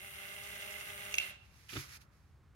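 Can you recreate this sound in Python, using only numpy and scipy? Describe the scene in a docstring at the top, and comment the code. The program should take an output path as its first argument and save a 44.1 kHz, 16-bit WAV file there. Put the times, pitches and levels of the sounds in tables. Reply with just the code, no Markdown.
"""A small geared motor whirs in a toy-brick candy dispenser: housing hum, brush hiss, gear clatter.
Its pusher scrapes, squeaks and clacks, a candy rattles down the plastic chute and the motor cuts out.
A hand grazes the chute, draws away with a rustle and bumps the table, which booms softly.
A small, quiet room adds its reverb and a low rumble underneath."""
import sys
import numpy as np
from scipy import signal
from scipy.fft import rfft, irfft
from scipy.io import wavfile

SR = 44100
rng = np.random.default_rng(int(sys.argv[2]) if len(sys.argv) > 2 else 0)


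def master(y):
    """Save y as 16-bit WAV."""
    cut = np.clip(np.atleast_2d(y).T, -1, 1)
    pcm = np.round(cut * 32767)  # scale
    wavfile.write(sys.argv[1], SR, pcm.astype(np.int16))


N = 112454
TIME = np.arange(N) / SR

# speed of the motor shaft: (time [s], speed [turns/s])
SHAFT_SPEED = [(0, 184), (.036, 202), (.09, 196.3), (.55, 202.7), (.8, 201.6), (1.16, 201.3), (1.225, 192),
               (1.29, 193), (1.32, 187), (1.38, 140)]
# how hard the motor works: (time [s], brush level [dB], gear level [dB])
MOTOR_EFFORT = [(0, -5.5, -6), (.04, -2, -3.5), (.22, -2, -1), (.6, -0.5, 1), (1.12, -0.5, 1),
                (1.24, -0.5, 3), (1.305, -3, -2), (1.33, -22, -11), (1.38, -52, -21), (1.42, -80, -82)]
# swells and dips of the hum: (time [s], level [dB])
HUM_ENVELOPE = [(0, -11), (.036, 0), (.11, -10), (.154, -3), (.76, 1), (.838, -4.5), (.882, 1), (1.14, 0),
                (1.2, -4), (1.31, -3.5), (1.42, -75)]
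# hum of the housing: (multiple of shaft speed [-], level [dB], left phase lead [rad])
HUM_PARTIALS = [(1, -70.5, 0), (2, -65, 1.05), (3, -65, 0), (4, -63.5, 1.8), (6, -72, 0.83)]
# two brush contacts a turn: (shaft angle [turns], strength [dB])
BRUSH_CONTACTS = [(.53, 2), (0.921, 4.5)]
# tone of the brush hiss: (frequency [Hz], left level [dB], right level [dB])
BRUSH_EQ = [(8140,-104,-100), (9210,-83.5,-93), (10880,-94.5,-100), (10960,-86,-103), (13020,-92,-110),
            (13260,-87,-116), (14000,-94.5,-120)]
# resonances of the motor can: (frequency [Hz], width [Hz], level [dB])
CAN_MODES = [(9340, 400, -67), (11350, 350, -70)]
# tone of the gears in the brick frame: (frequency [Hz], left level [dB], right level [dB])
GEAR_EQ = [(294,-101,-99), (994,-93.5,-95), (1205,-88.5,-89.5), (1530,-83,-84.5), (1906,-91.5,-83),
           (2071,-82,-71.5), (2330,-86.5,-86), (2793,-94,-74.5), (3014,-83.5,-85.5), (3630,-88.5,-88.5),
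           (4350,-95,-95.5), (5300,-100,-94), (7260,-93,-93.5)]
# the gear teeth bind briefly: (time [s], clatter boost [dB])
GEAR_BINDS = [(0.204, 3), (.388, 3), (0.562, 2.5), (0.61, 2), (0.628, 7), (.893, 2), (1.084, 3)]
# the sliding pusher catches: (time [s], level [dB])
PUSHER_CATCHES = [(.342, -55), (.438, -52), (.453, -56), (.475, -55), (.613, -57), (.71, -52),
                  (.729, -53.5), (.803, -53.5), (1.127, -52)]
# pusher and candy hit the bricks: (time [s], crack level [dB], ring level [dB], crack decay [s])
BRICK_HITS = [(1.1412, -19, -24, 0.0031), (1.1831, -14, -17, 0.003), (1.199, -46, -25.5, 0.0029),
              (1.212, -47.5, -34, 0.0034)]
# tone of a plastic crack: (frequency [Hz], left level [dB], right level [dB])
CRACK_EQ = [(202.6, -60, -58), (900, -36.5, -33.5), (1870, -21, -5), (2380, -14.5, 12), (2800, -5.5, -5.5),
            (3236, -1, 1), (4500, -11, -15.5), (5200, -13, -0.5), (5840, -20, -15), (6080, 3.5, 0),
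            (7300, -16, -15.5), (10980, -9.5, -29), (15000, -32.5, -37.5)]
# ring of the chute: (frequency [Hz], level [dB], t60 [s])
CHUTE_MODES = [(2234, -3.5, .013), (2690, -1, 0.031), (3350, -18, .01), (2755, -20.5, 0.42),
               (5100, -18, 0.012), (6050, -19, 0.01)]
# the rustle follows the speed of the hand: (time [s], level [dB])
RUSTLE_ENVELOPE = [(1.36, -38), (1.42, -25), (1.46, -21), (1.5, -24), (1.57, -16.5), (1.682, -16.5),
                   (1.694, -3), (1.745, 2.5), (1.805, 3), (1.872, -9), (1.94, -2), (1.97, -5), (1.992, -28),
                   (2.016, -11), (2.07, -37), (2.1, -38), (2.135, -26), (2.3, -33.5), (2.55, -57)]
# tone of the rustle: (frequency [Hz], left level [dB], right level [dB])
RUSTLE_EQ = [(678, -96, -100.5), (1370, -94, -85), (2340, -87.5, -81), (3060, -91.5, -88.5),
             (5200, -92.5, -85), (6640, -93.5, -88), (8100, -97.5, -105), (9300, -91, -93),
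             (12600, -91.5, -109), (13940, -97, -120), (15500, -101, -121)]
# the hand scuffs the table: (time [s], level [dB], half length [s])
HAND_SCUFFS = [(1.735, -32, 0.0061), (1.7674, -24.5, 0.007)]
# tone of a scuff: (frequency [Hz], left level [dB], right level [dB])
SCUFF_EQ = [(40.3, -44, -40), (116.4, 14, -8), (186, -10, -1), (254, -6, -12), (326, 3, 3), (510, -11, -13),
            (990, -21.5, -17.5), (1313, -3.5, 0), (1750, -20, -9), (3200, -14, -3), (6000, -40, -23),
            (12000, -35, -61)]
# the hand knocks on the table, longer is softer: (time [s], level [dB], half length [s])
HAND_KNOCKS = [(1.739, -8, 0.00017), (1.7565, 0, 0.00017), (1.768, 0.5, 0.00028), (1.775, 8.5, 0.001)]
# boom of the table: (frequency [Hz], level [dB], t60 [s])
TABLE_MODES = [(102, -40, 0.08), (135.4, -47.5, 0.234), (308.4, -42, 0.11), (371, -46, 0.14)]
# reverb of the room: (low edge [Hz], high edge [Hz], level [dB], t60 [s])
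REVERB_BANDS = [(100, 260, -18.5, 1), (500, 1360, -8, 1), (1090, 5000, -21.5, 0.088),
                (3300, 14000, -21.5, 0.204)]
# rumble and air of the room: (frequency [Hz], left level [dB], right level [dB])
ROOM_TONE_EQ = [(19.9,-116,-116), (34.7,-99,-100), (66.5,-78.5,-78.5), (142.3,-85.5,-86), (225,-99,-98.5),
                (373,-103,-103), (589,-108,-108), (1220,-106,-104), (2080,-113,-110), (2965,-119,-116),
                (5620,-124,-121), (15000,-130,-133)]

# how much sooner each source reaches the left side
MOTOR_LEAD_S, CHUTE_LEAD_S, HAND_LEAD_S = .00035, .00012, .00023


def motor(wobble=.003):
    """One slightly unsteady shaft drives the hum, the brushes and the gears."""
    speed, = curves(SHAFT_SPEED)
    brush_db, gear_db = curves(MOTOR_EFFORT)
    hum_db, = curves(HUM_ENVELOPE)
    turns = np.cumsum(speed * (1 + wobble * drift(20))) / SR
    return amp(hum_db) * housing(turns) + amp(brush_db) * brushes(turns) + amp(gear_db) * gears(turns)


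def housing(turns, waver=.27):
    """The housing hums at wavering harmonics of the shaft, over a narrow noisy buzz."""
    hum = 0
    for multiple, db, lead in HUM_PARTIALS:
        phase = 2 * np.pi * multiple * turns + np.array([[lead], [0]])
        hum += np.sqrt(2) * amp(db) * (1 + waver * drift(28)) * np.sin(phase)
    buzz = amp(-66.5) * filt(resonant_noise(hz=599, width_hz=51)[0], [450, 800], "band")
    return hum + buzz


def brushes(turns, spark_turns=.039, worn_share=.4):
    """Bright hiss, partly repeating with the shaft, spits at each brush contact and rings the can."""
    gate = 1
    for angle, db in BRUSH_CONTACTS:
        offset = (turns - angle + .5) % 1 - .5
        gate += amp(db) * np.exp(-.5 * (offset / spark_turns) ** 2)
    scratches = np.sqrt(worn_share) * stereo(worn_track(turns), MOTOR_LEAD_S)
    hiss = np.sqrt(1 - worn_share) * noise_pair(.28, MOTOR_LEAD_S)
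    spits = unit(gate * (scratches + hiss))
    whine = sum(amp(db) * resonate(spits, hz, width) for hz, width, db in CAN_MODES)
    sizzle = radiate(spits, BRUSH_EQ) + whine * pan(3, -14)
    return amp(-.5) * filt(sizzle, 7440, "high", order=6)


def worn_track(turns, harmonics=80, size=4096):
    """The same fine scratches pass under the brushes on every turn."""
    track = irfft(np.exp(2j * np.pi * rng.random(harmonics)), size)
    return unit(track[(turns * size).astype(int) % size])


def gears(turns, ratio=3, tick_spread_db=3.4, scrape_turns=.11):
    """One uneven tick a turn, over the hiss of meshing teeth, shakes the brick frame."""
    turn = turns.astype(int)
    strength = amp(rng.uniform(-tick_spread_db, tick_spread_db, 1000))[turn]
    ticks = stereo(unit(strength * np.diff(turn, prepend=0)), MOTOR_LEAD_S)
    scrape = unit(strength * np.exp(-(turns % 1) / scrape_turns))
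    mesh = (1 + .5 * scrape) * noise_pair(.41, MOTOR_LEAD_S)
    shake = unit(.15 * filt(ticks, 3935, "low", order=6) + mesh)
    binding_db = sum(db * swell(s, .0038) for s, db in GEAR_BINDS)
    throb_db = np.sin(2 * np.pi * turns / ratio)  # the next, slower gear
    uneven_db = .8 * drift(11.6)
    clatter = radiate(shake * amp(binding_db + throb_db + uneven_db), GEAR_EQ)
    return filt(filt(clatter, 7030, "low", order=6), 180, "high")


def pusher():
    """Soft, bright scrapes as the slider catches, and one squeak as it lets the candy go."""
    grip = sum(amp(db) * swell(s, .0036) for s, db in PUSHER_CATCHES)
    scrapes = grip * filt(resonant_noise(hz=6300, width_hz=3800), [3500, 9000], "band")
    squeak = amp(-39.5) * swell(1.154, .0011) * resonant_noise(hz=6200, width_hz=190)
    return (scrapes + squeak) * pan(-3, 3)


def clacks():
    """Pusher and candy crack against the hard plastic bricks and set the chute ringing."""
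    contacts = sum(amp(db) * burst(s, decay_s) for s, db, _, decay_s in BRICK_HITS)
    cracks = colour(contacts * noise_pair(.13, CHUTE_LEAD_S), CRACK_EQ)
    blows = stereo(sum(amp(db) * click(s + .0005) for s, _, db, _ in BRICK_HITS), CHUTE_LEAD_S)
    rings = sum((-1) ** k * amp(db) * ring(blows, hz, t60)  # modes alternate in polarity
                for k, (hz, db, t60) in enumerate(CHUTE_MODES))
    return cracks + filt(rings, 1900, "high") * pan(-2.5, 2.5)


def candy_rattle(start_s=1.2, fade_db_per_s=117.5):
    """The candy's rattle dies away in the chute as two bands of ringing noise."""
    fade = (TIME > start_s) * amp(-42 - fade_db_per_s * np.maximum(TIME - start_s, 0))
    rattle = resonant_noise(hz=2727, width_hz=80) + .41 * resonant_noise(hz=3480, width_hz=810)
    return fade * filt(rattle, 1300, "high") * pan(-2.5, 2.5)


def hand(grain_db=1):
    """The hand slides away with a grainy rustle and grazes the chute."""
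    slide_db, = curves(RUSTLE_ENVELOPE)
    grains = unit(noise_pair(.33, HAND_LEAD_S) * amp(grain_db * drift(210)))
    rustle = filt(radiate(grains * amp(slide_db), RUSTLE_EQ), 770, "high")
    chute_noise = filt(resonant_noise(hz=2530, width_hz=450), [1800, 3600], "band")
    graze = amp(-46.5) * burst(1.692, decay_s=.021) * chute_noise
    return rustle + graze * pan(-4, 3)


def table_bump():
    """The hand scuffs the table, and its soft knocks set the low modes booming."""
    scuffs = sum(amp(db) * swell(s, half_s) for s, db, half_s in HAND_SCUFFS)
    thud = colour(scuffs * noise_pair(.76, HAND_LEAD_S), SCUFF_EQ)
    # a softer knock spreads its push over more time
    pushes = sum(amp(db) * swell(s, half_s) / (np.sqrt(2 * np.pi) * half_s * SR)
                 for s, db, half_s in HAND_KNOCKS)
    boom = sum(amp(db) * ring(pushes, hz, t60) for hz, db, t60 in TABLE_MODES)
    return thud + filt(boom, 78, "high")


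def reverb(x, predelay_s=.021):
    """The diffuse tail of a small room, long in the lows and mids, short in the highs."""
    tail = 0
    for low, high, db, t60 in REVERB_BANDS:
        echoes = unit(rng.standard_normal((2, N)) * burst(predelay_s, t60 / np.log(1000)))
        tail += amp(db) * filt(echoes, [low, high], "band")
    return signal.fftconvolve(x, tail / np.sqrt(N), axes=1)[:, :N]


def room_tone():
    """A steady bed of low rumble and faint air, nearly mono."""
    return amp(-1) * radiate(noise_pair(.87, 0), ROOM_TONE_EQ)


def amp(db):
    """Decibels to gain."""
    return 10 ** (np.asarray(db) / 20)


def pan(left_db, right_db):
    """A gain for each side."""
    return amp([[left_db], [right_db]])


def unit(x):
    """Scale to rms 1."""
    return x / np.sqrt(np.mean(x ** 2) + 1e-20)


def curves(rows):
    """One breakpoint envelope for each column after the time."""
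    times, *columns = np.transpose(rows)
    return [np.interp(TIME, times, column) for column in columns]


def click(s):
    """One unit click."""
    return 1. * (np.arange(N) == int(s * SR))


def burst(s, decay_s):
    """Hard attack, exponential decay."""
    return (TIME >= s) * np.exp(-np.clip((TIME - s) / decay_s, 0, 20))


def swell(s, half_s):
    """The bell-shaped envelope of a soft contact."""
    return np.exp(-np.minimum(.5 * ((TIME - s) / half_s) ** 2, 20))


def drift(hz, step=16, settle=2000):
    """Smooth random modulation, rms about 1."""
    pole = np.exp(-2 * np.pi * step * hz / SR)
    noise = rng.standard_normal(N // step + settle + 2)
    slow = signal.lfilter([1], [1, -2 * pole, pole * pole], noise)[settle:]
    return np.interp(np.arange(N) / step, np.arange(len(slow)), unit(slow))


def filt(x, hz, kind, order=2):
    """Butterworth filter."""
    return signal.sosfilt(signal.butter(order, hz, kind, fs=SR, output="sos"), x + 1e-18)


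def ring(x, hz, t60):
    """One mode: a unit click starts a decaying sine of height 1."""
    pole = np.exp(-np.log(1000) / (t60 * SR))
    angle = 2 * np.pi * hz / SR
    return signal.lfilter([0, np.sin(angle)], [1, -2 * pole * np.cos(angle), pole * pole], x + 1e-18)


def resonate(x, hz, width_hz):
    """Pass through one resonance and scale to rms 1."""
    return unit(filt(x, [hz - width_hz / 2, hz + width_hz / 2], "band", order=1))


def resonant_noise(hz, width_hz):
    """Stereo noise in one resonance, rms 1."""
    return resonate(rng.standard_normal((2, N)), hz, width_hz)


def stereo(x, lead_s):
    """Place a mono sound so that it reaches the left side first."""
    return np.array([x, np.roll(x, round(lead_s * SR))])


def noise_pair(shared, lead_s):
    """White stereo noise with part of its power common to both sides."""
    common = stereo(rng.standard_normal(N), lead_s)
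    return np.sqrt(shared) * common + np.sqrt(1 - shared) * rng.standard_normal((2, N))


def colour(x, eq, size=8192):
    """Minimum-phase EQ for each side, so nothing rings ahead of a hit."""
    hz, *sides = np.transpose(eq)
    log_hz = np.log(np.arange(size // 2 + 1) * SR / size + 1)
    gains = amp([np.interp(log_hz, np.log(hz), side) for side in sides])
    cepstrum = irfft(np.log(gains))
    lag = np.arange(size)
    causal = (1 + np.sign(lag)) * (lag < size // 2)
    response = irfft(np.exp(rfft(cepstrum * causal)))
    return signal.fftconvolve(x, response, axes=1)[:, :N]


def radiate(x, eq):
    """EQ scaled so that white noise of rms 1 takes the curve as its level per Hz."""
    return colour(x, eq) * np.sqrt(SR / 2)


def scene():
    """Dispenser and hand with their reverb, over the room tone."""
    direct = motor() + pusher() + clacks() + candy_rattle() + hand() + table_bump()
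    return direct + reverb(direct) + room_tone()


def record(dry, cutoff_hz=15900):
    """A steep low-pass takes off the very top."""
    return signal.sosfilt(signal.ellip(12, .1, 70, cutoff_hz, fs=SR, output="sos"), dry)


dry = scene()
out = record(dry)
master(out)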